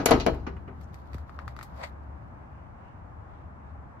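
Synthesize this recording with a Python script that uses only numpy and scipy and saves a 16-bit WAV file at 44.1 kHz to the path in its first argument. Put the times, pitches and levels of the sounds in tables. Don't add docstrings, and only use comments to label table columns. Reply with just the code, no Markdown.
import sys
import numpy as np
from scipy.fft import rfft, irfft, next_fast_len
from scipy.io import wavfile
from scipy.ndimage import map_coordinates

SR = 44100
rng = np.random.default_rng(int(sys.argv[2]) if len(sys.argv) > 2 else 0)


def transcribe(u):
    v = np.clip(np.atleast_2d(u).T, -1, 1)
    q = np.round(v * 32767).astype(np.int16)
    wavfile.write(sys.argv[1], SR, q)


N = 176400
T = np.arange(N) / SR

# f/Hz, left-right correlation
IMPACT_WIDTH = [(60, .9), (150, 0.92), (300, 1), (640, .3), (1400, -0.04), (3000, 0), (5500, 0),
                (7200, -0.41), (10500, .7)]
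AIR_WIDTH = [(60, 0.65), (130, 0.85), (290, 0.61), (640, -0.16), (1400, -.1), (3000, -0.29)]


def amp(db):
    return 10 ** (np.asarray(db) / 20)


def unit(x):
    return x / np.sqrt(np.mean(x ** 2) + 1e-20)


def along(points, hz):
    f, v = np.transpose(points)
    return np.interp(np.log(hz + 1), np.log(f + 1), v)


def curves(rows):
    times, *columns = np.transpose(rows)
    return [np.interp(T, times, column) for column in columns]


def wobble(rate):
    return map_coordinates(rng.standard_normal(8192), [T * rate], mode="wrap")


def pan(db):
    return amp(np.array([np.atleast_1d(db), -np.atleast_1d(db)]) / 2)


def add(out, s, x):
    i = max(round(s * SR), 0)
    out[:, i:i + x.shape[-1]] += x[..., :N - i]


def noise(spectrum, width, pan_db, size=N):
    hz = np.fft.rfftfreq(size, 1 / SR)
    angle = np.arccos(np.clip(along(width, hz), -1, 1)) / 2
    coloured = rfft(rng.standard_normal((2, size))) * amp(along(spectrum, hz))
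    mid, side = coloured * [np.cos(angle), np.sin(angle)]
    lean = pan(along(pan_db, hz) if np.ndim(pan_db) else pan_db)
    return unit(irfft(np.array([mid + side, mid - side]) * lean, size))


def dying(t, t60, tail_db, tail_t60):
    return np.hypot(amp(-60 * t / t60), amp(tail_db - 60 * t / tail_t60))


def damped(modes, t):
    return sum(amp(db - 60 * t / t60) * np.sin(2 * np.pi * hz * t) for hz, db, t60 in modes)


def ring(modes, t, vary_db, spread, tilt_db=0):
    out = np.zeros((2, len(t)))
    for k, (hz, db, t60, pan_db) in enumerate(modes):
        chance = rng.standard_normal(3)
        strike_db = db + vary_db * chance[0] + tilt_db * np.log2(hz / 580)
        tone = np.sin(2 * np.pi * hz * t + spread * chance[1:, None])
        out += (-1) ** k * pan(pan_db) * amp(strike_db - 60 * t / t60) * tone
    return out


def outdoors():
    # t/s, level/dB
    rumble_level = [(0, -38.5), (1, -46), (2, -47), (2.5, -46.5), (2.9, -48.5), (3.2, -46), (3.5, -46.5),
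                    (4, -47)]
    traffic_level = [(0, -51), (.8, -53), (1.5, -51), (2.2, -52), (2.9, -52), (3.5, -52), (4, -52)]
    # f/Hz, level/dB
    rumble_colour = [(20, -32), (35, -13.5), (55, -3), (75, -2), (105, -2.5), (160, -10), (270, -14.5),
                     (380, -22), (800, -39.5), (2000, -72.5)]
    traffic_colour = [(100, -13.5), (400, -8.5), (600, 0), (800, 2.5), (1100, -0.5), (1600, -8),
                      (2200, -18), (3000, -30), (4000, -36.5), (6500, -40.5), (8300, -43), (10000, -52.5),
                      (12000, -47.5), (14000, -62)]
    # t/s, f/Hz, level/dB
    drone_drift = [(0, 69.94, -55.5), (.7, 70.52, -40.5), (1.2, 68.87, -42.5), (1.6, 72.47, -45.5),
                   (2.1, 71.06, -47), (2.4, 73.3, -50.5), (2.75, 73.9, -57), (3.5, 73, -48), (4, 69.5, -50)]
    rumble_db, = curves(rumble_level)
    traffic_db, = curves(traffic_level)
    drone_hz, drone_db = curves(drone_drift)
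    rumble = amp(rumble_db + 0.37 * wobble(9)) * noise(rumble_colour, AIR_WIDTH, pan_db=3)
    traffic = amp(traffic_db + 0.45 * wobble(11)) * noise(traffic_colour, AIR_WIDTH, pan_db=1)
    drone_gain = amp(drone_db + 3.965 * wobble(12))
    drone = drone_gain * np.sin(2 * np.pi * np.cumsum(drone_hz + 2.5 * wobble(12)) / SR)
    return rumble + traffic + drone * pan(db=1.6)


def door():
    # t/s, rise/s, noise decay stretch, panel/dB, panel tilt/(dB per octave),
    # thud/dB, clatter/dB, jingle/dB, crack/dB
    blows = [(0.0, 0.00058, 2.1, -33.5, 7.5, -27, -37, -45.5, -74),
             (0.0572, 0.0026, 0.8, -20, 4, -22.5, -20.5, -23, -11.5),
             (0.083, 0.0042, 2.3, -28, 1, -30, -27, -33.5, -57),
             (0.107, 0.0031, 1.27, -10, 0, -23, -24, -29, -28),
             (0.1149, .002, 0.77, -33, 2.5, -20.5, -18, -26, -38.5),
             (0.131, .003, 1.63, -23.5, 0, -20, -27.5, -39.5, -67),
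             (0.198, 0.0022, 1.3, -34, 1, -37, -39.5, -35.5, -50),
             (0.205, 0.0017, 1.2, -56, 5, -39, -39.5, -34.5, -57),
             (0.2634, 0.001, 0.74, -17.5, -1.5, -23, -24, -32.5, -36.5),
             (0.277, 0.0084, .9, -28.5, -4.5, -16.5, -28, -50, -72),
             (0.33, 0.0028, 1.8, -44, -1, -36, -42.5, -72, -76.5),
             (0.4643, 0.005, 1.06, -51.5, 14, -41, -34, -48.5, -84),
             (0.474, 0.0042, 0.94, -51.5, -11, -34, -43.5, -62, -85),
             (0.564, 0.0039, 0.81, -70, 8, -58, -46.5, -81, -69),
             (0.676, 0.004, 1.45, -53.5, 9, -44, -48, -75, -86)]
    # f/Hz, level/dB, t60/s, pan/dB
    panel_modes = [(190.5, -16, 0.4, -0.5), (253.5, -13, 0.27, 2.5), (310.4, -12.5, 0.11, 2.5),
                   (372.6, -21, 0.31, 3.5), (418.5, -16.5, 0.27, 7), (461.9, -5, 0.18, 9.5),
                   (522.4, -18.5, 0.202, 7.5), (613, -7, 0.098, 10), (650.3, -7.5, 0.2, 10.5),
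                   (696, 0, .08, 11), (765, -20, 0.14, 5.5), (798, -15, 0.15, 5.5), (848, -18.5, .26, 6),
                   (942, -20.5, 0.31, -4), (1078, -23, 0.24, 5.5), (1213, -21, .25, 8),
                   (1292, -21, 0.31, 6.5), (1477, -22.5, 0.25, 1.5), (1645, -25.5, 0.27, 3.5)]
    catch_modes = [(1995, -6.5, .12, -1.5), (2430, -18, 0.24, -3), (2820, -15, .1, -6),
                   (3060, -23.5, .3, -3), (4250, -18.5, 0.18, 7.5), (4540, -21.5, 0.13, 6),
                   (5460, -25.5, .2, 4), (5890, -11, 0.091, 11), (6466, -24, 0.0902, 5),
                   (6820, -22.5, 0.07, -3.5)]
    tongue_modes = [(10200, -19, 0.064, -2), (10630, -20, 0.05, 0), (10900, -23.5, 0.12, 0.5),
                    (12110, -24, .09, -0.5)]
    # f/Hz, level/dB
    thud = [(60, -26.5), (130, -10.5), (200, -9.5), (290, -3), (420, -5), (560, -11), (900, -14.5),
            (2500, -62.5)]
    clatter = [(250, -28), (550, -8), (850, 1), (1250, -2), (1800, -4.5), (2300, -10), (3200, -21.5),
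               (7000, -55)]
    jingle = [(1000, -30), (2000, -1.5), (3000, 5.5), (4400, 5), (5200, 0.5), (7000, -6), (7700, -29.5),
              (9300, -35.5), (11000, -22.5), (16000, -58)]
    crack = [(1500, -22), (4000, -16.5), (7000, 9), (8800, -8), (10200, 3), (12000, 1), (14000, -14),
             (16000, -29.5)]
    # f/Hz, pan/dB
    placement = [(60, 1.5), (200, -1.5), (400, 6), (700, 7.5), (1290, 3.5), (2400, -4), (4400, 6.5),
                 (6500, 8.5), (9000, -0.5)]
    out, size = np.zeros((2, N)), 32768
    t, hz = T[:size], np.fft.rfftfreq(size, 1 / SR)
    ripple_db = 3.5 * np.minimum(hz / 3000, 1)
    ripple = amp(ripple_db * map_coordinates(rng.standard_normal(512), [hz / 60]))
    for s, rise, stretch, panel_db, tilt_db, thud_db, clatter_db, jingle_db, crack_db in blows:
        blow = amp(panel_db) * ring(panel_modes, t, vary_db=2, spread=0.61, tilt_db=tilt_db)
        blow *= amp(0.8 * wobble(260)[:size])
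        blow += amp(jingle_db) * ring(catch_modes, t, vary_db=0.5, spread=1.5)
        blow += amp(crack_db) * ring(tongue_modes, t, vary_db=3.5, spread=0.99)
        layers = [(thud, thud_db, (0.14, -14, 0.43)), (clatter, clatter_db, (0.12, -14.5, 0.21)),
                  (jingle, jingle_db, (0.088, -16, 0.35)), (crack, crack_db, (0.035, -24, 0.22))]
        for colour, db, decay in layers:
            burst = noise(colour, IMPACT_WIDTH, placement, size)
            resonant = unit(irfft(rfft(burst) * ripple))
            blow += amp(db) * dying(t / stretch, *decay) * resonant
        add(out, s, blow * np.minimum(t / rise, 1))
    return out


def door_stop():
    # t/s, level/dB
    hits = [(0.0595, -30), (0.115, -32.5), (0.2645, -34)]
    knocks = [(0.471, -31.5), (0.533, -50), (0.686, -44)]
    # f/Hz, level/dB, t60/s, pan/dB
    steel_modes = [(2196, -2.5, 0.08, 0), (2316, 0.5, 0.084, -3), (3060, -4, .16, -4.5),
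                   (3219, -9, 0.19, -2), (3370, -8, 0.061, 1.5), (4040, -15.5, .22, 4), (4200, -9.5, .2, 3),
                   (4510, -10, 0.15, 5.5)]
    hollow_modes = [(256, 1, 0.1, 3), (385, -3, 0.22, 7.5), (445, -8, 0.13, 4), (830, -17, .15, 6),
                    (1200, -2.5, 0.058, 2), (1483, -9, .07, -1), (1936, -15.5, 0.074, 3)]
    out, t = np.zeros((2, N)), T[:SR // 2]
    for s, db in hits:
        add(out, s, amp(db) * ring(steel_modes, t, vary_db=0.5, spread=1))
    attack = np.minimum(t / 0.003, 1)
    for s, db in knocks:
        add(out, s, amp(db) * ring(hollow_modes, t, vary_db=1.6, spread=0.64) * attack)
    return out


def body_boom():
    # t/s, level/dB
    shoves = [(0.06, -31), (0.113, -20.5), (0.291, -24), (0.336, -39), (0.468, -42)]
    # f/Hz, level/dB, t60/s
    body_modes = [(40, -4.5, .45), (64.5, -1, 0.49), (89.7, -8.5, .35), (111.8, -7, 0.4),
                  (141.8, -5.5, 0.35)]
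    out, t = np.zeros((2, N)), T[:SR]
    bloom = 1 - np.exp(-t / 0.013)
    boom = damped(body_modes, t) * bloom
    for s, db in shoves:
        add(out, s, amp(db) * boom)
    return out * pan(db=2)


def ticks():
    # t/s, woody ring/dB, snap/dB, snap tilt/(dB per octave)
    cues = [(.345, -60, -52, 4.5), (0.7905, -99, -73, 0), (.812, -71, -54.5, 3.5), (0.9427, -64, -46.5, 3),
            (1.132, -57, -43.5, -2), (1.1437, -40, -43.5, 2), (1.1823, -39.5, -53, 3),
            (1.2944, -35.5, -51, -1), (1.3896, -28, -38, -4.5), (1.4785, -27, -37.5, -1),
            (1.485, -52, -56, 0.5), (1.565, -35.5, -44, 0.5), (1.5895, -33, -38, -2),
            (1.6112, -34, -38, -3.5), (1.6283, -36.5, -39.5, 6.5), (1.634, -55, -47.5, 6.5)]
    # f/Hz, level/dB, t60/s
    woody_modes = [(1247, 3, 0.012), (1394, -8.5, 0.011), (2020, -17.5, .014)]
    # f/Hz, level/dB
    snap_colour = [(800, -2), (2000, 16), (3000, 1), (4600, 4), (5700, -2), (8300, -7), (9800, -17.5),
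                   (12300, -6.5), (14000, -26), (16000, -23)]
    out, t = np.zeros((2, N)), T[:SR // 4]
    woody = damped(woody_modes, t) * np.minimum(t / 0.0011, 1) * pan(db=7)
    snap_decay = dying(t, t60=0.0165, tail_db=-11.5, tail_t60=0.11)
    attack = np.minimum(t / 0.0006, 1)
    for s, ring_db, snap_db, tilt_db in cues:
        tilted = [(hz, db + tilt_db * np.log2(hz / 4000)) for hz, db in snap_colour]
        snap = snap_decay * noise(tilted, IMPACT_WIDTH, pan_db=2, size=len(t))
        add(out, s, (amp(ring_db) * woody + amp(snap_db) * snap) * attack)
    return out


def clothing():
    # t/s, level/dB
    rustle_level = [(0, -75), (.7, -85.5), (.83, -74.5), (.92, -77), (.96, -68), (1.05, -79), (1.14, -66),
                    (1.25, -81), (1.33, -73), (1.45, -78), (1.65, -72), (1.73, -75), (1.82, -57),
                    (1.95, -84), (4, -100)]
    # f/Hz, level/dB
    cloth_colour = [(1500, -7.5), (3000, 3.5), (4500, 3.5), (5600, -4.5), (6800, -4), (9300, -19),
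                    (12000, 0), (14000, -21.5), (16000, -25)]
    level_db, = curves(rustle_level)
    grain = amp(2.7 * wobble(45) + 3 * wobble(600))
    return amp(level_db) * unit(grain * noise(cloth_colour, AIR_WIDTH, pan_db=3.5))


def cloth_brushes():
    # peak t/s, half length/s, level/dB, centre f/Hz
    brushes = [(0.837, .02, -71, 6040), (.9, 0.021, -76.5, 6330), (2.87, 0.075, -76.5, 2740),
               (3.36, .09, -77.5, 3100), (3.691, 0.033, -80, 3800)]
    out = np.zeros((2, N))
    hz, half_band_octaves = np.geomspace(500, 16000, 40), 0.32
    for s, half_length, db, centre_hz in brushes:
        band_db = -20 * np.log10(1 + (np.log2(hz / centre_hz) / half_band_octaves) ** 2)
        grain = amp(4.5 * wobble(280))
        swish = unit(grain * noise(np.transpose([hz, band_db]), AIR_WIDTH, pan_db=5))
        out += amp(db) * np.exp(-((T - s) / half_length) ** 2) * swish
    return out


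def footfall():
    out, t = np.zeros((2, N)), T[:SR // 2]
    start_hz, rest_hz, sag_s = 684, 81.7, 0.0033
    level_db, rise_s, t60 = -26.5, 0.016, 0.21
    hz = rest_hz + (start_hz - rest_hz) * np.exp(-t / sag_s)
    envelope = amp(level_db - 60 * t / t60) * np.sqrt(np.minimum(t / rise_s, 1))
    add(out, s=1.146, x=envelope * np.sin(2 * np.pi * np.cumsum(hz) / SR))
    return out


def shoe_scuffs():
    # peak t/s, rise/s, fall/s, sole/dB, grit/dB
    scuffs = [(1.425, 0.033, 0.026, -47.5, -70), (1.816, 0.027, 0.017, -39, -49),
              (1.837, 0.0048, 0.015, -39, -34.5)]
    # f/Hz, level/dB
    sole_colour = [(250, -24), (480, -6), (620, 3), (820, -0.5), (1200, -4), (2000, -30), (4000, -75)]
    grit_colour = [(400, -25.5), (800, -2), (1200, -8), (1600, 1.5), (2050, 5), (2900, -11), (4600, -8),
                   (5800, -21.5), (8400, -17.5), (9800, -41), (12300, -27), (15500, -51)]
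    out = np.zeros((2, N))
    sole = noise(sole_colour, AIR_WIDTH, pan_db=4)
    grit = unit(amp(1.2 * wobble(570)) * noise(grit_colour, AIR_WIDTH, pan_db=4))
    for s, rise, fall, sole_db, grit_db in scuffs:
        envelope = np.exp(-np.maximum((s - T) / rise, (T - s) / fall))
        out += envelope * (amp(sole_db) * sole + amp(grit_db) * grit)
    return out


def far_hiss():
    # t/s, level/dB
    hiss_level = [(0, -82), (2.2, -81.5), (2.42, -78), (2.6, -71), (2.73, -80.5), (2.87, -69), (3.1, -85.5),
                  (3.35, -75.5), (3.55, -85), (3.68, -78), (3.8, -85), (4, -89)]
    # f/Hz, level/dB
    hiss_colour = [(1200, -12.5), (2200, 4.5), (2800, 4.5), (3600, -17.5), (5500, -18), (9000, -29),
                   (16000, -46)]
    level_db, = curves(hiss_level)
    return amp(level_db) * noise(hiss_colour, AIR_WIDTH, pan_db=-3.5)


def scene():
    van = door() + door_stop() + body_boom()
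    foley = ticks() + footfall() + shoe_scuffs() + clothing() + cloth_brushes()
    return van + foley + outdoors() + far_hiss()


def record(dry):
    ceiling, top_hz = 0.8, 15900
    rounded = dry / (1 + (dry / ceiling) ** 6) ** (1 / 6)
    size = next_fast_len(N + SR // 2)
    passband = np.fft.rfftfreq(size, 1 / SR) < top_hz
    return irfft(rfft(rounded, size) * passband, size)[:, :N]


dry = scene()
out = record(dry)
transcribe(out)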